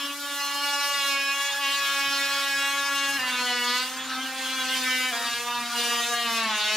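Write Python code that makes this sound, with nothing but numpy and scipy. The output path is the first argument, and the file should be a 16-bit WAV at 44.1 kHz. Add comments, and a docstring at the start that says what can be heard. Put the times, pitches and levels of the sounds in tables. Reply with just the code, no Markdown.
"""A bare room, close up: an oscillating tool scores a line into softwood boards.
Every swing of the blade shakes the boards alike, giving a stack of overtones on the swing rate,
which sags under load. Board resonances lift some overtones; others squeal or sing as the blade catches.
The teeth rasp twice a swing, at times every second swing bites harder, and the walls add a short tail."""
import sys
import numpy as np
from scipy import signal
from scipy.io import wavfile
from scipy.ndimage import uniform_filter1d

SR = 44100
rng = np.random.default_rng(int(sys.argv[2]) if len(sys.argv) > 2 else 0)


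def transcribe(signal):
    """Save signal, clipped to [-1, 1], as a 16-bit WAV file at the path in sys.argv[1]."""
    frames = np.atleast_2d(signal).T
    limited = np.clip(frames, -1, 1)
    pcm = np.round(limited * 32767).astype(np.int16)
    wavfile.write(sys.argv[1], SR, pcm)


N = 298116
STEP = 64   # samples per control step
CONTROL_S = np.arange(N // STEP + 2) * STEP / SR

# noise of torn fibres: time_s, level_db
TEARING = [(0.0, -27), (0.23, -35), (0.52, -29), (0.87, -31.5), (1.04, -25.5), (1.22, -34), (1.42, -29),
           (1.55, -25), (1.64, -31), (1.8, -30.5), (2.1, -35), (2.4, -26), (2.65, -36), (3.05, -34.5),
           (3.23, -25.5), (3.43, -28.5), (3.6, -34), (3.8, -27.5), (4.07, -22), (4.3, -23.5), (4.8, -26),
           (4.95, -29.5), (5.15, -28), (5.51, -30), (5.7, -23.5), (5.85, -26.5), (6.2, -31.5),
           (6.45, -26.5), (6.76, -34.5)]
# stereo width: freq_hz, side_minus_mid_db
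WIDTH = [(60, -26), (110, -2), (200, -30), (380, -10), (700, -20), (1290, -22.5), (2380, -17), (4400, -7),
         (8120, 1), (15000, -0.5)]


def from_db(db):
    return 10 ** (np.asarray(db) / 20)


def curves(rows):
    """Columns of a time table at control rate."""
    time_s, *columns = np.transpose(rows)
    return [np.interp(CONTROL_S, time_s, column) for column in columns]


def to_audio(control, steps=np.arange(N) / STEP):
    """Control rate to sample rate."""
    return np.interp(steps, np.arange(len(control)), control)


def at_hz(spectrum, hz):
    """Spectrum read on a log-frequency axis."""
    freq_hz, level_db = np.transpose(spectrum)
    return np.interp(np.log(hz), np.log(freq_hz), level_db)


def drift(corner_hz):
    """Low-passed noise at control rate, unit rms."""
    pole = np.exp(-2 * np.pi * corner_hz * STEP / SR)
    white = rng.standard_normal(len(CONTROL_S) + 1000)
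    slow = uniform_filter1d(signal.lfilter([1], [1, -2 * pole, pole * pole], white), 5)[1000:]
    return slow / np.sqrt(np.mean(slow ** 2))


def gate(start_s, end_s, fade_s):
    """0-1 window with linear edges, at control rate."""
    return np.clip(np.minimum(CONTROL_S - start_s, end_s - CONTROL_S) / fade_s + .5, 0, 1)


def stereo(mid, side):
    return np.array([mid + side, mid - side])


def fast_cos(phase):
    return np.cos((phase % (2 * np.pi)).astype(np.float32))


def tone(cycles, hz, level_db, waver_db, slip_rad):
    """One partial; level and phase wander as the contact shifts, the side signal also on its own."""
    slow_db = waver_db * drift(10.2)
    flicker_db = (1.3 + 0.4 * np.abs(waver_db)) * drift(30.5)
    gain = np.sqrt(2) * from_db(level_db + slow_db + flicker_db)
    phase = 2 * np.pi * (cycles + rng.random()) + to_audio(slip_rad * drift(25.0))
    side_gain = gain * from_db(at_hz(WIDTH, hz) + 2.0 * drift(0.72))
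    side_phase = phase + 2 * np.pi * rng.random() + to_audio(2.06 * drift(0.55))
    return stereo(to_audio(gain) * fast_cos(phase), to_audio(side_gain) * fast_cos(side_phase))


def room_tail(source, t60_s=.85, send_db=-11, wall_cutoff_hz=2200):
    """Dense, dull wall reflections, wider towards the treble."""
    t = np.arange(round(t60_s * SR)) / SR
    mid, side = rng.standard_normal((2, len(t))) * from_db(-60 * t / t60_s) * (t > .004)
    side = signal.sosfilt(signal.butter(2, 3500, "high", fs=SR, output="sos"), side)
    walls = signal.butter(1, wall_cutoff_hz, fs=SR, output="sos")
    response = signal.sosfilt(walls, stereo(mid, side)) / np.sqrt(np.sum(mid ** 2))
    return from_db(send_db) * signal.fftconvolve(response, source.mean(0)[None], axes=1)[:, :N]


def lingering_pitch(length_s=.5, attack_s=0.0095, decay_db_per_s=116):
    """After a sudden sag the earlier pitch hangs in the room, wavers and dies away."""
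    # lingering notes: start_s, pitch_hz, level_db, hold_s
    notes = [(3.19, 277.5, -49, .13), (5.118, 255, -43, .13)]
    # their spectrum: freq_hz, gain_db
    colour = [(250, -7), (520, -8.5), (800, -5), (1050, -6), (1300, 0.5), (1800, -2.5), (2100, -12),
              (3100, -6)]
    t, out = np.arange(round(length_s * SR)) / SR, np.zeros(N)
    attack = np.minimum(t / attack_s, 1)
    for start_s, hz, db, hold_s in notes:
        level_db = db - decay_db_per_s * np.maximum(t - hold_s, 0)
        for k in range(1, 10):
            waver_db = 3 * to_audio(drift(9.3), t * SR / STEP)
            gain = np.sqrt(2) * from_db(level_db + at_hz(colour, k * hz) + waver_db) * attack
            out[round(start_s * SR):][:len(t)] += gain * fast_cos(2 * np.pi * (k * hz * t + rng.random()))
    return out


def body_hum(cycles, hz):
    """The three lowest harmonics, radiated by tool body and wall."""
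    # hum levels: time_s, first_db, second_db, third_db
    levels = [(0.0, -50, -56, -53), (0.04, -45, -48.5, -59), (0.3, -52.5, -50, -48.5),
              (0.71, -48, -45, -37.5), (0.92, -64.5, -45, -44.5), (1.11, -48, -46, -48.5),
              (1.49, -65, -48, -47), (1.69, -49, -48, -40.5), (1.78, -58, -49, -53),
              (1.98, -52.5, -45, -44.5), (2.94, -48.5, -49, -43.5), (3.16, -44.5, -50, -42),
              (3.2, -52, -50, -43), (3.35, -44, -50, -53), (3.46, -46, -46, -40), (3.6, -46, -42.5, -46),
              (4.03, -46.5, -54, -49.5), (4.25, -42, -52, -41.5), (4.39, -46, -47, -41),
              (4.8, -41.5, -46, -46), (5.1, -45.5, -49, -45), (5.14, -48, -48, -39.5),
              (5.29, -51, -55, -42.5), (5.4, -51, -44.5, -47), (5.71, -50, -63, -44),
              (5.8, -45, -41, -39.5), (6.23, -47.5, -44.5, -39), (6.46, -37.5, -51, -41),
              (6.63, -66, -51, -48), (6.76, -44, -43.5, -35.5)]
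    return sum(tone(k * cycles, k * hz, db + 0.5 * drift(0.91), waver_db=-1.5, slip_rad=0.08)
               for k, db in enumerate(curves(levels), 1))


def blade_ring(noise, centre_hz=9730, width_hz=200, mix_db=1.5):
    """The blade rings softly with the hiss."""
    resonance = signal.iirpeak(centre_hz, centre_hz / width_hz, SR)
    return noise + from_db(mix_db) * signal.lfilter(*resonance, noise)


def rasp(cycles, sag_hz, press_db, hiss_db):
    """Teeth tear fibres: wall rumble, tearing and hiss in half-octave bands, pulsed by the swing."""
    # wall rumble: time_s, level_db
    rumble = [(0, -86), (1.1, -71), (1.3, -82), (1.6, -78), (4.4, -75), (4.7, -71), (5.2, -79), (5.6, -75),
              (6.76, -78)]
    # rumble spectrum: freq_hz, gain_db
    rumble_colour = [(30, 1), (60, 24), (120, 26)]
    # tearing spectrum: freq_hz, gain_db
    tear_colour = [(200, -19), (400, -25), (520, -22), (700, -22), (1000, -8), (1400, -5), (2000, -6),
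                   (2800, -3.5), (4000, -5), (5600, -6)]
    # hiss spectrum: freq_hz, gain_db
    hiss_colour = [(6000, 8), (8000, 5), (10000, 1), (12000, 5), (14000, 3), (17000, -4)]
    white = rng.standard_normal((2, 2, N))   # even/odd band, mid/side, sample
    scatter = np.diff(rng.standard_normal(90), 2)   # near boards throw treble sideways
    scattered = signal.lfilter(scatter / np.linalg.norm(scatter), 1, white[:, 0])
    white[:, 1] = .7 * scattered + .7 * white[:, 1]
    stroke = .16 * np.cos(2 * np.pi * cycles) + .24 * np.cos(4 * np.pi * cycles + 1.6)
    common_db = .5 * drift(0.68)
    tear_db = curves(TEARING)[0]
    rumble_db = curves(rumble)[0] + 4 * drift(2.1)
    out, edges_hz = 0, 28 * 2 ** np.arange(0, 9.6, .5)
    for k, band_hz in enumerate(zip(edges_hz, edges_hz[1:])):
        hz = np.sqrt(np.prod(band_hz))
        mid, side = signal.sosfilt(signal.butter(3, band_hz, "band", fs=SR, output="sos"), white[k % 2])
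        if hz < 150:
            level_db = rumble_db + at_hz(rumble_colour, hz)
        elif hz < 6000:
            level_db = tear_db + at_hz(tear_colour, hz) + (hz >= 1700) * press_db
        else:   # hiss above 11 kHz is turned down as the pitch falls
            level_db = hiss_db + at_hz(hiss_colour, hz) - (hz > 11000) * 0.09 * sag_hz
        fast_db, slow_db = (2.2, 1.5) if hz < 6000 else (.9, .6)
        gain = to_audio(from_db(level_db + common_db + fast_db * drift(10.0) + slow_db * drift(3.0)))
        pulse = 1 + min(hz / 4000, 1) * stroke
        out += gain * pulse * stereo(mid, side * from_db(at_hz(WIDTH, hz)))
    return blade_ring(out)


def uneven_bite(cycles, hz, knock_db, fade_db_per_s=180):
    """Alternating strong and weak swings add tones midway between the harmonics, and an undertone."""
    # uneven spells: start_s, end_s, half_tones_re_knock_db, undertone_db
    spells = [(1.72, 3.05, -15, -66), (3.05, 3.2, -13, -61), (3.2, 3.5, -15, -69)]
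    # half-tone spectrum: freq_hz, gain_db
    colour = [(400, -26), (900, -12), (1250, -7), (2000, -9), (2700, -11), (4000, -18), (6000, -24)]
    start_s, end_s, spell_half_db, spell_under_db = np.transpose(spells)[:, :, None]
    outside_s = np.maximum(np.maximum(start_s - CONTROL_S, CONTROL_S - end_s), 0)
    fade_db = fade_db_per_s * outside_s
    half_db = knock_db + np.maximum((spell_half_db - fade_db).max(0), -27)
    under_db = np.maximum((spell_under_db - fade_db).max(0), -95)
    half_tones = sum(tone(k * cycles, k * hz, half_db + at_hz(colour, k * hz), waver_db=4.0, slip_rad=.9)
                     for k in np.arange(1.5, 19))
    return half_tones + tone(cycles / 2, hz / 2, under_db, waver_db=2.0, slip_rad=.5)


def peak(hz, centre_hz, width_hz):
    """Resonance curve, 1 at the centre."""
    return 1 / (1 + (2 * (hz - centre_hz) / width_hz) ** 2)


def board_lift_db(hz, lowest_drive, upper_drive, far_drive):
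    """Board resonances, each as strong as the blade drives it from where it sits."""
    # board resonances: centre_hz, width_hz, lift_db
    near_modes = [(1170, 164, 8.5), (1660, 120, 13), (2782, 16, 0.5), (4615, 52, 9.5), (5446, 95, 18.5)]
    # resonances further down the cut: centre_hz, width_hz, lift_db
    far_modes = [(1155, 32, 0), (1500, 14, 1), (2200, 99, 5.5), (3030, 84, 4)]
    near_db = [db * peak(hz, centre_hz, width_hz) for centre_hz, width_hz, db in near_modes]
    far_db = [db * peak(hz, centre_hz, width_hz) for centre_hz, width_hz, db in far_modes]
    return lowest_drive * near_db[0] + upper_drive * sum(near_db[1:]) + far_drive * sum(far_db)


def squeal_lift_db(hz):
    """The blade catches: a group of overtones sings out until it lets go."""
    # catches: start_s, end_s, centre_hz, width_hz, lift_db
    catches = [(0.01, 0.073, 3100, 600, -1), (1.054, 1.36, 2550, 445, 3), (1.608, 1.756, 2900, 500, 12),
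               (3.675, 3.834, 4530, 1500, 8), (4.857, 5.102, 2140, 550, 2), (5.46, 5.593, 990, 400, 9.5),
               (5.75, 5.996, 2980, 600, 7), (6.557, 6.737, 2680, 610, 5)]
    return sum(db * gate(start_s, end_s, fade_s=0.0095) * peak(hz, centre_hz, width_hz)
               for start_s, end_s, centre_hz, width_hz, db in catches)


def singing(k):
    """Harmonic k locks on to the wood and rings steadily; returns lock (0-1) and locked level in dB."""
    # locks: start_s, end_s, harmonic, level_db
    locks = [(0.0, 0.07, 12, -38.5), (0.0, 0.07, 19, -43.5), (0.0, 0.08, 11, -37.0), (0.0, 0.11, 10, -38.0),
             (0.0, 0.15, 4, -38.0), (0.18, 0.38, 5, -40.5), (0.2, 0.39, 25, -48.0), (0.25, 0.35, 13, -42.0),
             (0.26, 0.4, 10, -40.5), (0.36, 0.51, 21, -46.5), (0.4, 0.62, 10, -34.5),
             (0.41, 0.61, 4, -35.0), (0.41, 0.74, 15, -39.0), (0.42, 0.49, 22, -44.5),
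             (0.43, 0.58, 19, -45.0), (0.45, 0.59, 25, -46.5), (0.45, 0.7, 6, -40.0), (0.6, 0.85, 5, -35.0),
             (0.61, 0.9, 4, -35.0), (0.62, 0.8, 10, -33.5), (0.7, 1.03, 6, -36.0), (0.72, 0.82, 25, -47.5),
             (0.74, 0.97, 15, -42.5), (0.8, 0.88, 21, -42.5), (0.8, 1.03, 10, -34.0),
             (0.82, 0.89, 18, -37.5), (0.52, 0.64, 18, -45.0), (0.8, 1.0, 20, -44.5), (0.88, 1.0, 5, -38.0),
             (0.9, 1.42, 4, -33.5), (0.96, 1.08, 8, -36.0), (0.93, 1.11, 24, -47.0), (0.97, 1.1, 15, -38.5),
             (1.0, 1.07, 14, -37.5), (1.01, 1.08, 12, -34.5), (1.03, 1.22, 10, -34.0),
             (1.03, 1.45, 6, -32.5), (1.07, 1.15, 20, -41.5), (1.09, 1.33, 19, -41.5),
             (1.09, 1.34, 9, -32.0), (1.1, 1.31, 25, -49.5), (1.12, 1.24, 16, -43.0),
             (1.2, 1.32, 14, -40.0), (1.28, 1.52, 10, -35.0), (1.32, 1.5, 8, -38.0),
             (1.33, 1.59, 19, -45.5), (1.34, 1.52, 12, -37.0), (1.35, 1.58, 25, -47.5),
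             (1.38, 1.5, 24, -45.0), (1.45, 1.78, 6, -33.0), (1.59, 2.2, 4, -33.0), (1.62, 1.71, 11, -34.0),
             (1.67, 1.77, 10, -31.5), (1.77, 2.31, 20, -41.5), (1.78, 2.5, 6, -29.5),
             (1.79, 1.88, 12, -36.0), (1.8, 2.3, 9, -35.5), (1.81, 1.88, 26, -48.5),
             (1.84, 1.98, 11, -35.5), (1.84, 2.04, 15, -41.0), (1.92, 2.12, 18, -43.0),
             (2.04, 2.12, 11, -34.5), (2.13, 2.23, 26, -49.0), (2.14, 2.33, 25, -48.5),
             (2.15, 2.55, 11, -39.0), (2.2, 2.29, 4, -37.5), (2.29, 2.37, 15, -38.0),
             (2.29, 2.47, 4, -33.5), (2.31, 2.41, 12, -34.0), (2.35, 2.42, 18, -41.5),
             (2.35, 2.9, 9, -38.0), (2.37, 2.55, 20, -44.5), (2.47, 2.63, 4, -37.5), (2.5, 2.63, 19, -41.0),
             (2.79, 2.9, 19, -40.5), (2.93, 3.06, 19, -43.0), (2.5, 3.18, 6, -30.5), (2.51, 2.6, 25, -45.0),
             (2.51, 2.72, 28, -48.0), (2.58, 2.79, 12, -36.0), (2.59, 2.7, 10, -33.5),
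             (2.6, 2.73, 20, -44.0), (2.61, 2.69, 14, -38.5), (2.63, 3.11, 4, -34.5),
             (2.67, 2.94, 23, -46.0), (2.72, 3.1, 11, -40.0), (2.79, 2.88, 13, -38.0),
             (2.86, 3.12, 28, -50.0), (2.91, 3.05, 12, -37.0), (2.94, 3.18, 10, -34.0),
             (2.97, 3.15, 24, -47.0), (3.09, 3.17, 19, -43.0), (3.12, 3.19, 15, -38.0),
             (3.12, 3.22, 21, -47.0), (3.17, 3.39, 11, -35.0), (3.2, 3.3, 7, -35.5),
             (3.25, 3.32, 18, -43.5), (3.29, 3.57, 6, -35.0), (3.3, 3.37, 14, -37.0),
             (3.3, 3.41, 26, -49.0), (3.22, 3.31, 8, -37.0), (3.32, 3.44, 5, -37.0),
             (3.36, 3.48, 28, -47.0), (3.37, 3.46, 21, -45.0), (3.38, 3.55, 17, -38.0),
             (3.4, 3.61, 18, -40.5), (3.46, 3.55, 14, -36.5), (3.46, 3.77, 8, -34.5),
             (3.47, 3.64, 12, -34.0), (3.48, 3.64, 20, -43.0), (3.52, 3.6, 22, -43.0),
             (3.6, 3.82, 4, -36.5), (3.63, 3.7, 14, -34.5), (3.63, 3.85, 6, -36.0), (3.64, 3.83, 5, -34.5),
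             (3.68, 3.86, 18, -38.0), (3.7, 3.8, 14, -36.0), (3.7, 3.8, 17, -38.5), (3.7, 3.77, 12, -34.0),
             (3.78, 4.24, 25, -52.0), (3.81, 3.89, 11, -38.5), (4.09, 4.2, 5, -37.0), (4.1, 4.58, 6, -40.5),
             (4.38, 4.7, 25, -48.0), (4.4, 4.47, 16, -43.0), (4.44, 4.61, 13, -38.0),
             (4.52, 4.59, 23, -44.5), (4.57, 4.65, 11, -37.0), (4.58, 4.78, 6, -34.5),
             (4.68, 4.75, 13, -36.5), (4.7, 4.84, 22, -45.5), (4.71, 4.8, 12, -36.5),
             (4.74, 4.84, 18, -43.0), (4.78, 4.87, 14, -37.0), (4.8, 5.1, 6, -37.5),
             (4.84, 5.17, 15, -38.5), (4.84, 4.96, 7, -34.0), (4.85, 4.97, 21, -44.5),
             (4.85, 5.11, 8, -36.0), (4.85, 5.11, 9, -34.0), (4.89, 4.97, 12, -34.0),
             (4.98, 5.19, 28, -50.0), (5.01, 5.11, 12, -36.5), (5.05, 5.18, 7, -35.0),
             (5.11, 5.22, 14, -41.5), (5.13, 5.22, 21, -46.0), (5.14, 5.3, 8, -39.0),
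             (5.16, 5.36, 16, -40.5), (5.26, 5.38, 7, -36.5), (5.15, 5.3, 4, -39.5), (5.25, 5.34, 5, -37.0),
             (5.31, 5.42, 18, -42.5), (5.46, 5.6, 15, -40.0), (5.47, 5.59, 5, -35.0),
             (5.47, 5.59, 11, -40.0), (5.51, 5.58, 24, -48.5), (5.75, 5.92, 7, -37.5),
             (5.75, 5.95, 12, -33.5), (5.77, 6.0, 20, -40.0), (5.84, 5.96, 24, -42.5),
             (5.91, 6.02, 5, -32.0), (5.94, 6.04, 8, -36.0), (5.95, 6.04, 28, -44.0),
             (5.98, 6.15, 27, -45.0), (6.01, 6.09, 15, -36.5), (6.02, 6.1, 5, -40.5),
             (6.08, 6.16, 23, -46.0), (6.09, 6.37, 16, -38.0), (6.1, 6.51, 5, -32.5),
             (6.12, 6.25, 12, -35.5), (6.14, 6.36, 18, -41.0), (6.16, 6.28, 8, -37.5),
             (6.17, 6.24, 20, -43.5), (6.2, 6.37, 13, -36.0), (6.28, 6.39, 23, -41.5),
             (6.29, 6.38, 27, -43.0), (6.34, 6.41, 11, -35.0), (6.35, 6.46, 12, -35.0),
             (6.38, 6.47, 21, -44.5), (6.4, 6.52, 13, -39.0), (6.49, 6.57, 16, -36.5),
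             (6.51, 6.72, 7, -35.0), (6.53, 6.7, 17, -36.0), (6.57, 6.7, 13, -35.0),
             (6.59, 6.69, 21, -39.5), (6.64, 6.76, 26, -41.0), (6.67, 6.76, 14, -34.0),
             (6.68, 6.76, 12, -34.0), (6.68, 6.76, 20, -37.5)]
    lock, weighted_db = np.zeros((2, len(CONTROL_S)))
    for start_s, end_s, harmonic, db in locks:
        if harmonic == k:
            window = gate(start_s, end_s, fade_s=0.017)
            lock += window
            weighted_db += window * db
    return np.minimum(lock, 1), weighted_db / np.maximum(lock, 1e-9)


def cut_levels_db(press_db):
    """Levels of five registers: knock, ring, buzz and sizzle follow hand pressure, hiss its own curve."""
    # knock, ring, buzz, sizzle: level_db, pressure_factor, wander_db
    registers = [(-36, 0.68, 2.5), (-32, 1.38, 2), (-32, 1.25, 0.5), (-38.5, 1.14, 2.5)]
    # treble hiss: time_s, level_db
    hiss = [(0.0, -49.5), (0.13, -46), (1.09, -40.5), (1.2, -47), (1.47, -42.5), (1.54, -47), (1.71, -42.5),
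            (3.09, -42), (3.16, -43.5), (3.82, -41), (4.01, -51.5), (4.76, -40), (5.67, -45), (5.8, -37),
            (6.27, -42.5), (6.32, -36), (6.46, -44.5), (6.76, -40.5)]
    pressed_db = [db + factor * press_db + wander_db * drift(4.4) for db, factor, wander_db in registers]
    return pressed_db + [curves(hiss)[0] + 0.93 * drift(21.0)]


def blend_db(levels_db, hz):
    """Level at a moving frequency, crossfaded between registers."""
    # knock, ring, buzz, sizzle, hiss: centre_hz
    centres_hz = [1100, 1700, 2800, 4600, 8000]
    position = np.interp(np.log(hz), np.log(centres_hz), range(len(centres_hz)))
    return sum(np.clip(1 - abs(position - k), 0, 1) * db for k, db in enumerate(levels_db))


def whine(cycles, hz, levels_db):
    """Boards shaken by each swing: harmonics 4-35; high ones waver more, resonant or locked ones less."""
    # overtone spectrum: freq_hz, gain_db
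    colour = [(800, -7), (1300, -11), (2000, -15.5), (2800, -12.5), (4000, -11.5), (5500, -15.5),
              (7000, -14.5), (9000, -20.5), (12000, -17)]
    # blade's seat along the boards: time_s, lowest_drive, upper_drive, far_drive, tilt_db_per_octave
    seat = [(0, 0.14, 0.017, 0.37, 0.67), (.5, 1, 1, 0.33, 0.19), (1.0, 0.72, 1, 1.2, 1),
            (1.7, 0.63, 0.58, 1.05, 0.38), (3.15, 0.63, 0.96, 0.097, 0.96), (3.25, 0.11, 0.43, 1.3, -0.19),
            (3.75, 0.69, 0.033, 0.057, -0.15), (3.95, 0.26, 0.093, 0.86, 0.81),
            (4.8, 0.23, 0.37, 1.1, -0.94), (4.88, 0.24, 0.5, 1.2, -1.5), (5.1, 0.17, 0.15, 0, -0.52),
            (5.15, 0.033, 0.57, 0, -0.88), (5.5, 0.073, 0.03, 0, -1.4), (5.8, 0.47, 0, 0, -3),
            (6.4, 1, 0.4, 1.9, -2.4), (6.76, 0.95, 0, 0.22, 0.98)]
    *drives, tilt_db_per_octave = curves(seat)
    # the more fibres tear, the less alike the swings
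    roughness = np.clip(1 + 0.043 * (curves(TEARING)[0] + 37), .5, 1.8)
    # overtones lose their grip while the speed changes fast
    glide_hz_per_s = np.abs(np.gradient(hz)) * SR / STEP
    glide_loss_db = 5 * np.minimum(glide_hz_per_s / 700, 1)
    out = 0
    for k in range(4, 36):
        tone_hz = k * hz
        lift_db = board_lift_db(tone_hz, *drives) + squeal_lift_db(tone_hz)
        free_db = blend_db(levels_db, tone_hz) + at_hz(colour, tone_hz) + lift_db
        free_db += tilt_db_per_octave * np.log2(tone_hz / 2000)
        free_db -= 0.5 * np.maximum(singing(k - 1)[0], singing(k + 1)[0])   # dip beside a singing one
        lock, locked_db = singing(k)
        level_db = free_db + lock * (locked_db - free_db) - glide_loss_db
        looseness = roughness * (1 - 0.78 * lock)
        waver_db = looseness * min(0.6 * k, 3.0) / (1 + np.maximum(lift_db, 0) / 4.9)
        out += tone(k * cycles, tone_hz, level_db, waver_db, slip_rad=looseness * (0.1 + 0.022 * k))
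    return out


def scene(no_load_hz=284, mean_press_db=-28):
    """Swing rate and hand pressure drive the cut; the room answers."""
    # drive, sagging as the blade goes deeper: time_s, swing_hz
    speed = [(0.0, 282.5), (0.2, 285.6), (0.49, 282.5), (0.64, 285.3), (0.96, 283.3), (1.014, 281.1),
             (1.214, 277.1), (1.476, 281.8), (1.534, 278.9), (1.606, 283.5), (1.66, 276.9), (1.746, 281.2),
             (1.88, 278.3), (2.4, 278.8), (2.56, 277.3), (2.8, 280.2), (3.175, 277.2), (3.192, 256),
             (3.33, 250.3), (3.62, 243.9), (3.71, 245.1), (3.85, 256.0), (3.95, 259.5), (4.1, 261),
             (4.16, 257.3), (4.23, 262.5), (4.55, 261.3), (4.64, 257.3), (4.73, 260.3), (4.85, 255.3),
             (5.095, 254.8), (5.108, 251.5), (5.126, 235), (5.18, 234.5), (5.3, 236), (5.49, 240.3),
             (6.02, 236.4), (6.11, 238.3), (6.24, 236.0), (6.3, 231.2), (6.4, 227.5), (6.55, 212),
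             (6.62, 210.8), (6.76, 214.5)]
    # hand pressure, as loudness of the cut: time_s, level_db
    pressure = [(0.0, -30.5), (0.04, -28.5), (0.19, -33), (0.45, -28), (1.17, -27.5), (1.6, -29.5),
                (1.64, -25.5), (3.07, -25.5), (3.12, -28), (3.78, -25), (3.88, -30.5), (4.09, -35),
                (4.1, -31), (4.2, -33), (4.7, -26), (5.06, -27.5), (5.23, -31), (5.27, -26.5),
                (5.46, -28.5), (5.5, -28.5), (5.69, -32), (5.82, -26), (5.95, -26), (6.1, -26),
                (6.12, -26.5), (6.76, -25)]
    swing_hz = curves(speed)[0] * (1 + 0.000884 * drift(11.4))
    cycles = np.cumsum(to_audio(swing_hz)) / SR
    press_db = curves(pressure)[0] - mean_press_db
    levels_db = cut_levels_db(press_db)
    tool = whine(cycles, swing_hz, levels_db) + body_hum(cycles, swing_hz)
    tool += uneven_bite(cycles, swing_hz, knock_db=levels_db[0])
    tool += rasp(cycles, no_load_hz - swing_hz, press_db, hiss_db=levels_db[-1])
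    return tool + room_tail(tool) + lingering_pitch()


def record(dry):
    """Steep low-pass at 15.75 kHz."""
    return signal.sosfilt(signal.ellip(12, .5, 75, 15750, fs=SR, output="sos"), dry)


dry = scene()
out = record(dry)
transcribe(out)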